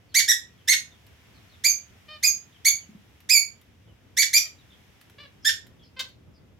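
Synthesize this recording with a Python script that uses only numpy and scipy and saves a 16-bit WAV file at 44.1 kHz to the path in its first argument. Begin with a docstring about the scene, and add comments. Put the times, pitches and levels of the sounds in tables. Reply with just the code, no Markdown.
"""Finches sit in a wire cage in a small hard-walled room; a low hum, hiss and far chirps run throughout.
First a near bird's syrinx membrane gives three short arched calls that sag into a rasp. From 1.6 s the
calls flip into whistles, with soft nasal answers, ticks of beaks and claws and bumps on the perch.
The rasping calls return after 4 s, and at 6 s comes a hoarse squawk with a squeak rising inside it."""
import sys
import numpy as np
from scipy import signal
from scipy.fft import rfft, irfft, next_fast_len
from scipy.io import wavfile
from scipy.ndimage import uniform_filter1d, minimum_filter1d

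SR = 44100
rng = np.random.default_rng(int(sys.argv[2]) if len(sys.argv) > 2 else 0)


def store_wav(level_fs):
    """Save 16-bit WAV to argv[1]."""
    pcm = np.round(np.clip(np.atleast_2d(level_fs), -1, 1) * 32767)
    wavfile.write(sys.argv[1], SR, pcm.T.astype(np.int16))


N = 290619
CUTOFF_HZ = 16000
RASP_JITTER = .05   # relative pitch spread at full rasp

# calls ending in a rasp: start_s, length_s, top_hz, level_db, tilt_db_per_octave, closing_rasp_share
RASP_CALLS = [(.140, 0.069, 2290, -20, -1, 0.67), (0.275, 0.048, 1967, -19.5, -1.5, 0.2),
              (.673, .070, 2183, -19, -1.5, 1.0), (4.165, .072, 2306, -21, -1, .6),
              (5.444, 0.057, 1809, -20.5, -3, 1.0)]
# calls ending in a whistle: start_s, climb_s, top_hz, level_db, pan_db,
# whistle_s, whistle_start_hz, whistle_end_hz, whistle_db, whistle_rough_share
FLIP_CALLS = [(1.636, .042, 2386, -21, -1, 0.056, 6960, 5950, -22.5, 0),
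              (2.225, .047, 2471, -22.5, 0, 0.044, 6850, 6177, -19.5, 0),
              (2.645, 0.039, 2275, -19.5, 1, .030, 6650, 6490, -16, 0.7),
              (3.288, .048, 2539, -21.5, -2, .060, 2435, 2187, -19, .08),
              (4.327, .049, 2396, -19.5, 2.5, 0.029, 5763, 5950, -19, 0.93)]
def near_calls(overlap_s=.004):
    """Birds on the perch: each call sags into a rasp, or cracks at its top and flips into a whistle."""
    out = np.zeros((2, N))
    for start_s, length_s, top_hz, db, tilt_db, rasp in RASP_CALLS:
        call = arch(length_s, top_hz, rasp, sag_share=.8, tilt_db_per_octave=tilt_db)
        add(out, start_s, from_db(db) * call)
    for start_s, climb_s, top_hz, db, pan_db, whistle_s, from_hz, to_hz, whistle_db, rough in FLIP_CALLS:
        ears = from_db([[pan_db / 2], [-pan_db / 2]])
        add(out, start_s, ears * from_db(db) * arch(climb_s, top_hz, closing_rasp=.2))
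        flip_s = start_s + climb_s - overlap_s
        add(out, flip_s, ears * from_db(whistle_db) * whistle(whistle_s, from_hz, to_hz, rough))
    return out


# breath spectrum: freq_hz, gain_db
BREATH_EQ = [(300, -31.5), (1200, -20.5), (1600, -8.5), (2200, 5), (2800, -4), (3500, 9), (6200, -7),
             (8500, -13.5), (12000, -2.5), (16000, -26)]
def arch(length_s, top_hz, closing_rasp, sag_share=0, tilt_db_per_octave=0,
         start_hz=1519, rise_share=.54, sag_from=.6, highpass_hz=1480):
    """The pitch leaps up, holds and may sag; the membrane is unsteady as it starts and as it slackens."""
    t = clock(length_s)
    n = len(t)
    climb = np.clip(1 - t / (rise_share * length_s), 0, 1) ** 2
    sag = np.clip((t / length_s - sag_from) / (1 - sag_from), 0, 1)
    rasp = .8 * climb + closing_rasp * np.clip(3 * sag, 0, 1) ** 2
    pitch_hz = top_hz + (start_hz - top_hz) * (climb + sag_share * sag ** 1.4)
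    jitter = (.005 + RASP_JITTER * rasp) * wobble(n, 600)
    wander = .01 * wobble(n, 90)
    pitch_hz *= 1 + jitter + wander
    # in a rasp, strong and weak cycles alternate and fill the gaps between harmonics
    doubling = .75 * rasp * np.tanh(wobble(n, 300)) * np.cos(np.pi * np.cumsum(pitch_hz) / SR)
    voice = throat(pitch_hz, tilt_db_per_octave) * (1 + .084 * wobble(n, 350) + doubling)
    breath = (from_db(-33) + from_db(-2.5) * rasp) * noise(n, BREATH_EQ)
    call = (voice + breath) * swell(t, .015, .0065) * from_db(-5.5 * rasp)
    # the tiny throat radiates little below its lowest resonance
    return signal.sosfilt(signal.cheby1(5, .5, highpass_hz, "high", fs=SR, output="sos"), call)


def whistle(length_s, start_hz, end_hz, rough, fray=.6):
    """The other side of the syrinx takes over: a tone that glides, settles and frays as it stops."""
    t = clock(length_s)
    n = len(t)
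    rasp = np.minimum(1, rough + fray * (t / length_s) ** 6)
    glide_hz = end_hz + (start_hz - end_hz) * (1 - t / length_s) ** 1.3
    pitch_hz = glide_hz * (1 + RASP_JITTER * rasp * wobble(n, 700))
    breath = from_db(-9) * rasp * noise(n, BREATH_EQ)
    voice = throat(pitch_hz) * (1 + .05 * wobble(n, 350))
    return swell(t, .004, .032) * (voice + breath)


# throat and beak response: freq_hz, gain_db
THROAT_EQ = [(1500, -3), (1900, -0.5), (2400, -2), (3200, 2.5), (4000, -4.5), (4900, 4), (5700, 2),
             (6700, 2.5), (7700, -4.5), (9500, -11.5), (11300, -4.5), (13500, -12.5), (16000, -21.5)]
def throat(pitch_hz, tilt_db_per_octave=0):
    """Each harmonic swells and fades as it glides through the resonances of throat and beak."""
    levels_db = [at_hz(THROAT_EQ, k * pitch_hz) + tilt_db_per_octave * np.log2(k) for k in range(1, 10)]
    return harmonics(pitch_hz, levels_db)


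# soft answers: start_s, length_s, pitch_hz, level_db, rough_share
NASAL_NOTES = [(2.079, .11, 614.3, -46, 0.13), (4.401, 0.098, 644, -53, 0.42),
               (5.178, 0.101, 580, -49.5, 0.47), (5.961, 0.083, 521, -48.5, 0.35)]
# nasal throat response: freq_hz, gain_db
NASAL_EQ = [(550, -9.5), (1200, -6), (1800, -4.5), (3100, -3), (4900, -11.5), (6200, -31.5), (9000, -43),
            (16000, -59.5)]
def nasal_notes(bow=.04, fall=.03, jitter=.045):
    """Low, gently arched notes with a full stack of harmonics."""
    out = np.zeros(N)
    for start_s, length_s, hz, db, rough in NASAL_NOTES:
        t = clock(length_s)
        along = 2 * t / length_s - 1
        pitch_hz = hz * (1 - bow * along ** 2 - fall * along / 2 + jitter * rough * wobble(len(t), 230))
        voice = harmonics(pitch_hz, at_hz(NASAL_EQ, hz * np.arange(1, 20)))
        flutter = 1 + rough * wobble(len(t), 100)
        add(out, start_s, from_db(db) * swell(t, .011, .034) * rms_one(voice * flutter))
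    return out


# taps on the wire: start_s, level_db
CAGE_TICKS = [(1.066, -44), (3.204, -44.5), (3.614, -45.5), (5.013, -41), (5.098, -44), (5.668, -43.5),
              (6.089, -50)]
# tick spectrum: freq_hz, gain_db
TICK_EQ = [(500, -14.5), (1200, 5), (3000, 8.5), (6000, -3.5), (9000, -3.5), (13000, 4.5), (16000, -7.5)]
def cage_ticks(gain_db=-9, t60_s=.04):
    """Beaks and claws strike the cage: dry bursts of noise."""
    out, t = np.zeros(N), clock(.1984)
    for start_s, db in CAGE_TICKS:
        add(out, start_s, from_db(db + gain_db - 60 * t / t60_s) * noise(len(t), TICK_EQ))
    return out


# knocks on the perch: start_s, pitch_hz, level_db, t60_s
PERCH_BUMPS = [(2.889, 218, -39.5, 0.12), (2.948, 205, -37.5, 0.081), (5.144, 428, -52, .08)]
def perch_bumps():
    """The bumped perch rings dully in one damped mode."""
    out, t = np.zeros(N), clock(.1984)
    for start_s, hz, db, t60_s in PERCH_BUMPS:
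        envelope = from_db(db - 60 * t / t60_s) * swell(t, .004, .013)
        add(out, start_s, envelope * np.sin(2 * np.pi * hz * t))
    return out


# harsh call: start_s, length_s, pitch_hz, level_db
SQUAWK_CALLS = [(5.990, .030, 530, -31)]
# squawk spectrum: freq_hz, gain_db
SQUAWK_EQ = [(300, -30), (500, -16), (1100, -8.5), (2200, -5), (3600, -0.5), (4700, -2.5), (5800, -11),
             (7000, -12), (8500, -20.5), (15500, -16)]
def squawk(jitter=.027, breath_db=-3):
    """Unsteady harmonics and breath of the same colour make a hoarse cry."""
    out = np.zeros(N)
    for start_s, length_s, hz, db in SQUAWK_CALLS:
        t = clock(length_s)
        pitch_hz = hz * (1 + jitter * wobble(len(t), 280))
        voice = rms_one(harmonics(pitch_hz, at_hz(SQUAWK_EQ, hz * np.arange(1, 20))))
        breath = from_db(breath_db) * noise(len(t), SQUAWK_EQ)
        add(out, start_s, from_db(db) * swell(t, .0053, .01) * rms_one(voice + breath))
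    return out


# tone inside the squawk: start_s, length_s, start_hz, end_hz, level_db
SQUEAK_GLIDES = [(6.0, .017, 3550, 4050, -32)]
def squeak():
    """A brief, pure upward glide."""
    out = np.zeros(N)
    for start_s, length_s, start_hz, end_hz, db in SQUEAK_GLIDES:
        t = clock(length_s)
        pitch_hz = np.linspace(start_hz, end_hz, len(t))
        add(out, start_s, swell(t, .0041, .014) * harmonics(pitch_hz, [db]))
    return out


# clearest far chirps: start_s, start_hz, level_db
CLEAR_CHIRPS = [(.91, 3750, -60.5), (1.52, 3800, -62), (2.52, 3580, -59.5), (4.58, 3906, -64.5),
                (4.70, 3740, -57.5), (5.42, 5550, -56), (5.79, 3610, -60.5), (5.83, 5490, -63.5),
                (6.335, 5320, -66.5)]
def far_chirps(length_s=.06, fall=.16, jitter=.04, faint_per_s=3, faint_hz=3850, faint_db=-66):
    """Thin, scratchy falling glides from birds further off; fainter ones come at random."""
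    out, t = np.zeros(N), clock(length_s)
    count = int(faint_per_s * N / SR)
    draws = rng.uniform([0, -.35, -2.5], [N / SR, .35, 2.5], (count, 3))
    faint = [(start_s, faint_hz * 2 ** octaves, faint_db + db) for start_s, octaves, db in draws]
    for start_s, start_hz, db in list(CLEAR_CHIRPS) + faint:
        pitch_hz = start_hz * (1 - fall * t / length_s) * (1 + jitter * wobble(len(t), 600))
        flutter = rms_one(1 + .5 * wobble(len(t), 200))
        add(out, start_s, swell(t, .0082, .018) * flutter * harmonics(pitch_hz, [db]))
    return out


# room decay: freq_hz, t60_s
WALL_DECAY = [(200, .3), (2000, .25), (5000, .235), (7000, .24), (11000, .195), (16000, .175)]
def room(x, direct_db, wet_db, first_echo_s=.0012):
    """Close walls return a dense tail, different at each ear, whose treble dies first."""
    t = clock(.45)
    hz = np.fft.rfftfreq(len(t), 1 / SR)
    white = rfft(rng.standard_normal((2, len(t))))
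    edges_hz = np.r_[0, np.linspace(1000, CUTOFF_HZ, 10)]
    tail = np.zeros((2, len(t)))
    for lo, hi in zip(edges_hz, edges_hz[1:]):
        band = irfft(white * (hz >= lo) * (hz < hi), len(t))
        tail += band * from_db(-60 * t / at_hz(WALL_DECAY, (lo + hi) / 2))
    tail *= t > first_echo_s
    tail /= np.sqrt(np.sum(tail ** 2, axis=1, keepdims=True))
    stereo = x * np.ones((2, 1))
    wet = signal.oaconvolve(stereo, tail, axes=1)[:, :N]
    return from_db(direct_db) * stereo + from_db(wet_db) * wet


# port balance: freq_hz, left_minus_right_db
PORT_LEAN = [(1500, -1), (2300, -2), (4000, -3), (5000, -6), (6600, -7), (9000, -7), (10500, 5.5),
             (11300, 10.5), (13500, 3.5), (16000, 0.5)]
def ports(x):
    """The two microphone ports favour different bands of the near birds."""
    hz, lean_db = np.transpose(PORT_LEAN)
    power_db = 10 * np.log10(np.cosh(lean_db * np.log(10) / 20))
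    left = coloured(x[0], np.c_[hz, lean_db / 2 - power_db])
    right = coloured(x[1], np.c_[hz, -lean_db / 2 - power_db])
    return np.array([left, right])


# hum spectrum: freq_hz, gain_db
HUM_EQ = [(20, -38), (30, -23.5), (50, -11.5), (70, -2), (92, 1.5), (140, -7), (230, -9.5), (350, -13.5),
          (500, -16.5), (640, -21), (800, -26.5), (1500, -30), (2500, -65.5)]
# hum envelope: time_s, level_db
HUM_ENVELOPE = [(0.0, -60), (4.97, -60), (5.91, -57), (6.59, -58)]
def hum(gain_db=2.5, waver_db=1.5):
    """Low noise with a wavering level."""
    return from_db(gain_db + in_time(HUM_ENVELOPE) + waver_db * wobble(N, 11)) * room_noise(HUM_EQ)


# hiss spectrum: freq_hz, gain_db
HISS_EQ = [(400, -24.5), (700, -3.5), (1200, -5.5), (2000, -1.5), (3400, -4), (4300, -12), (5500, -9.5),
           (9000, -19.5), (13000, -16.5), (16000, -23)]
# hiss envelope: time_s, level_db
HISS_ENVELOPE = [(0, -65.5), (1.4, -59), (3.1, -62), (3.9, -66), (4.8, -60.5), (6.3, -68.5)]
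def hiss():
    """Faint broad noise that slowly swells and fades."""
    return from_db(in_time(HISS_ENVELOPE)) * room_noise(HISS_EQ)


# likeness of the two ears: freq_hz, correlation
EAR_CORRELATION = [(40, 1), (90, 0.72), (180, 0.88), (350, 0.15), (700, 0.41), (3000, 0.038),
                   (16000, 0.072)]
def room_noise(spectrum):
    """Diffuse noise, alike at both ears only in the bass."""
    size = next_fast_len(N)
    hz = np.fft.rfftfreq(size, 1 / SR)
    alike = at_hz(EAR_CORRELATION, hz)
    mid, side = rfft(rng.standard_normal((2, size))) * from_db(at_hz(spectrum, hz))
    ears = np.sqrt(1 + alike) * mid + np.sqrt(1 - alike) * side * [[1], [-1]]
    return rms_one(irfft(ears, size)[:, :N])


def harmonics(pitch_hz, levels_db):
    """A vibrating membrane: sines on multiples of the pitch."""
    phase = 2 * np.pi * np.cumsum(pitch_hz) / SR
    partials = (from_db(db) * np.sin(k * phase + rng.uniform(0, 2 * np.pi)) * (k * pitch_hz < SR / 2)
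                for k, db in enumerate(levels_db, 1))
    return np.sqrt(2) * sum(partials)


def swell(t, attack_s, release_s):
    """An envelope that builds, holds and drops."""
    rise = np.sin(np.pi / 2 * np.clip(t / attack_s, 0, 1)) ** 2
    fall = np.sin(np.pi / 2 * np.clip((t[-1] - t) / release_s, 0, 1)) ** 2
    return rise * fall


def wobble(n, rate_hz):
    """Smooth random motion, rms 1."""
    pole, run_in = np.exp(-2 * np.pi * rate_hz / SR), int(SR / rate_hz)
    smooth = signal.lfilter([1], [1, -2 * pole, pole * pole], rng.standard_normal(n + run_in))
    return rms_one(smooth[run_in:])


def coloured(x, spectrum):
    """Filters by a freq_hz, gain_db table."""
    n = x.shape[-1]
    size = next_fast_len(n)
    gain = from_db(at_hz(spectrum, np.fft.rfftfreq(size, 1 / SR)))
    return irfft(rfft(x, size) * gain, size)[..., :n]


def noise(n, spectrum):
    return rms_one(coloured(rng.standard_normal(n), spectrum))


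def at_hz(rows, hz):
    """Reads a table on a log-frequency axis."""
    freq_hz, value = np.transpose(rows)
    return np.interp(np.log(np.maximum(hz, 1)), np.log(freq_hz), value)


def in_time(rows):
    return np.interp(np.arange(N) / SR, *np.transpose(rows))


def from_db(db):
    return 10 ** (np.asarray(db) / 20)


def rms_one(x):
    return x / np.sqrt(np.mean(x ** 2) + 1e-20)


def clock(length_s):
    return np.arange(int(length_s * SR)) / SR


def add(out, start_s, sound):
    i = max(int(start_s * SR), 0)
    out[..., i:i + sound.shape[-1]] += sound[..., :N - i]


def scene():
    """Near birds, cage sounds and far birds in the room, over hum and hiss."""
    near = ports(room(near_calls(), direct_db=-1.5, wet_db=-1.5))
    small_sounds = nasal_notes() + cage_ticks() + perch_bumps() + squawk() + squeak()
    cage = room(small_sounds, direct_db=.5, wet_db=-4.5)
    far = room(far_chirps(), direct_db=-2.5, wet_db=-6)
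    return near + cage + far + hum() + hiss()


def record(dry):
    """A look-ahead limiter holds peaks under full scale; the top is cut steeply."""
    ceiling, window = .8, SR // 100
    allowed = np.minimum(1, ceiling / (np.abs(dry).max(axis=0) + 1e-9))
    gain = uniform_filter1d(minimum_filter1d(allowed, window), window)
    return signal.sosfilt(signal.ellip(10, .2, 70, CUTOFF_HZ, fs=SR, output="sos"), dry * gain)


dry = scene()
out = record(dry)
store_wav(out)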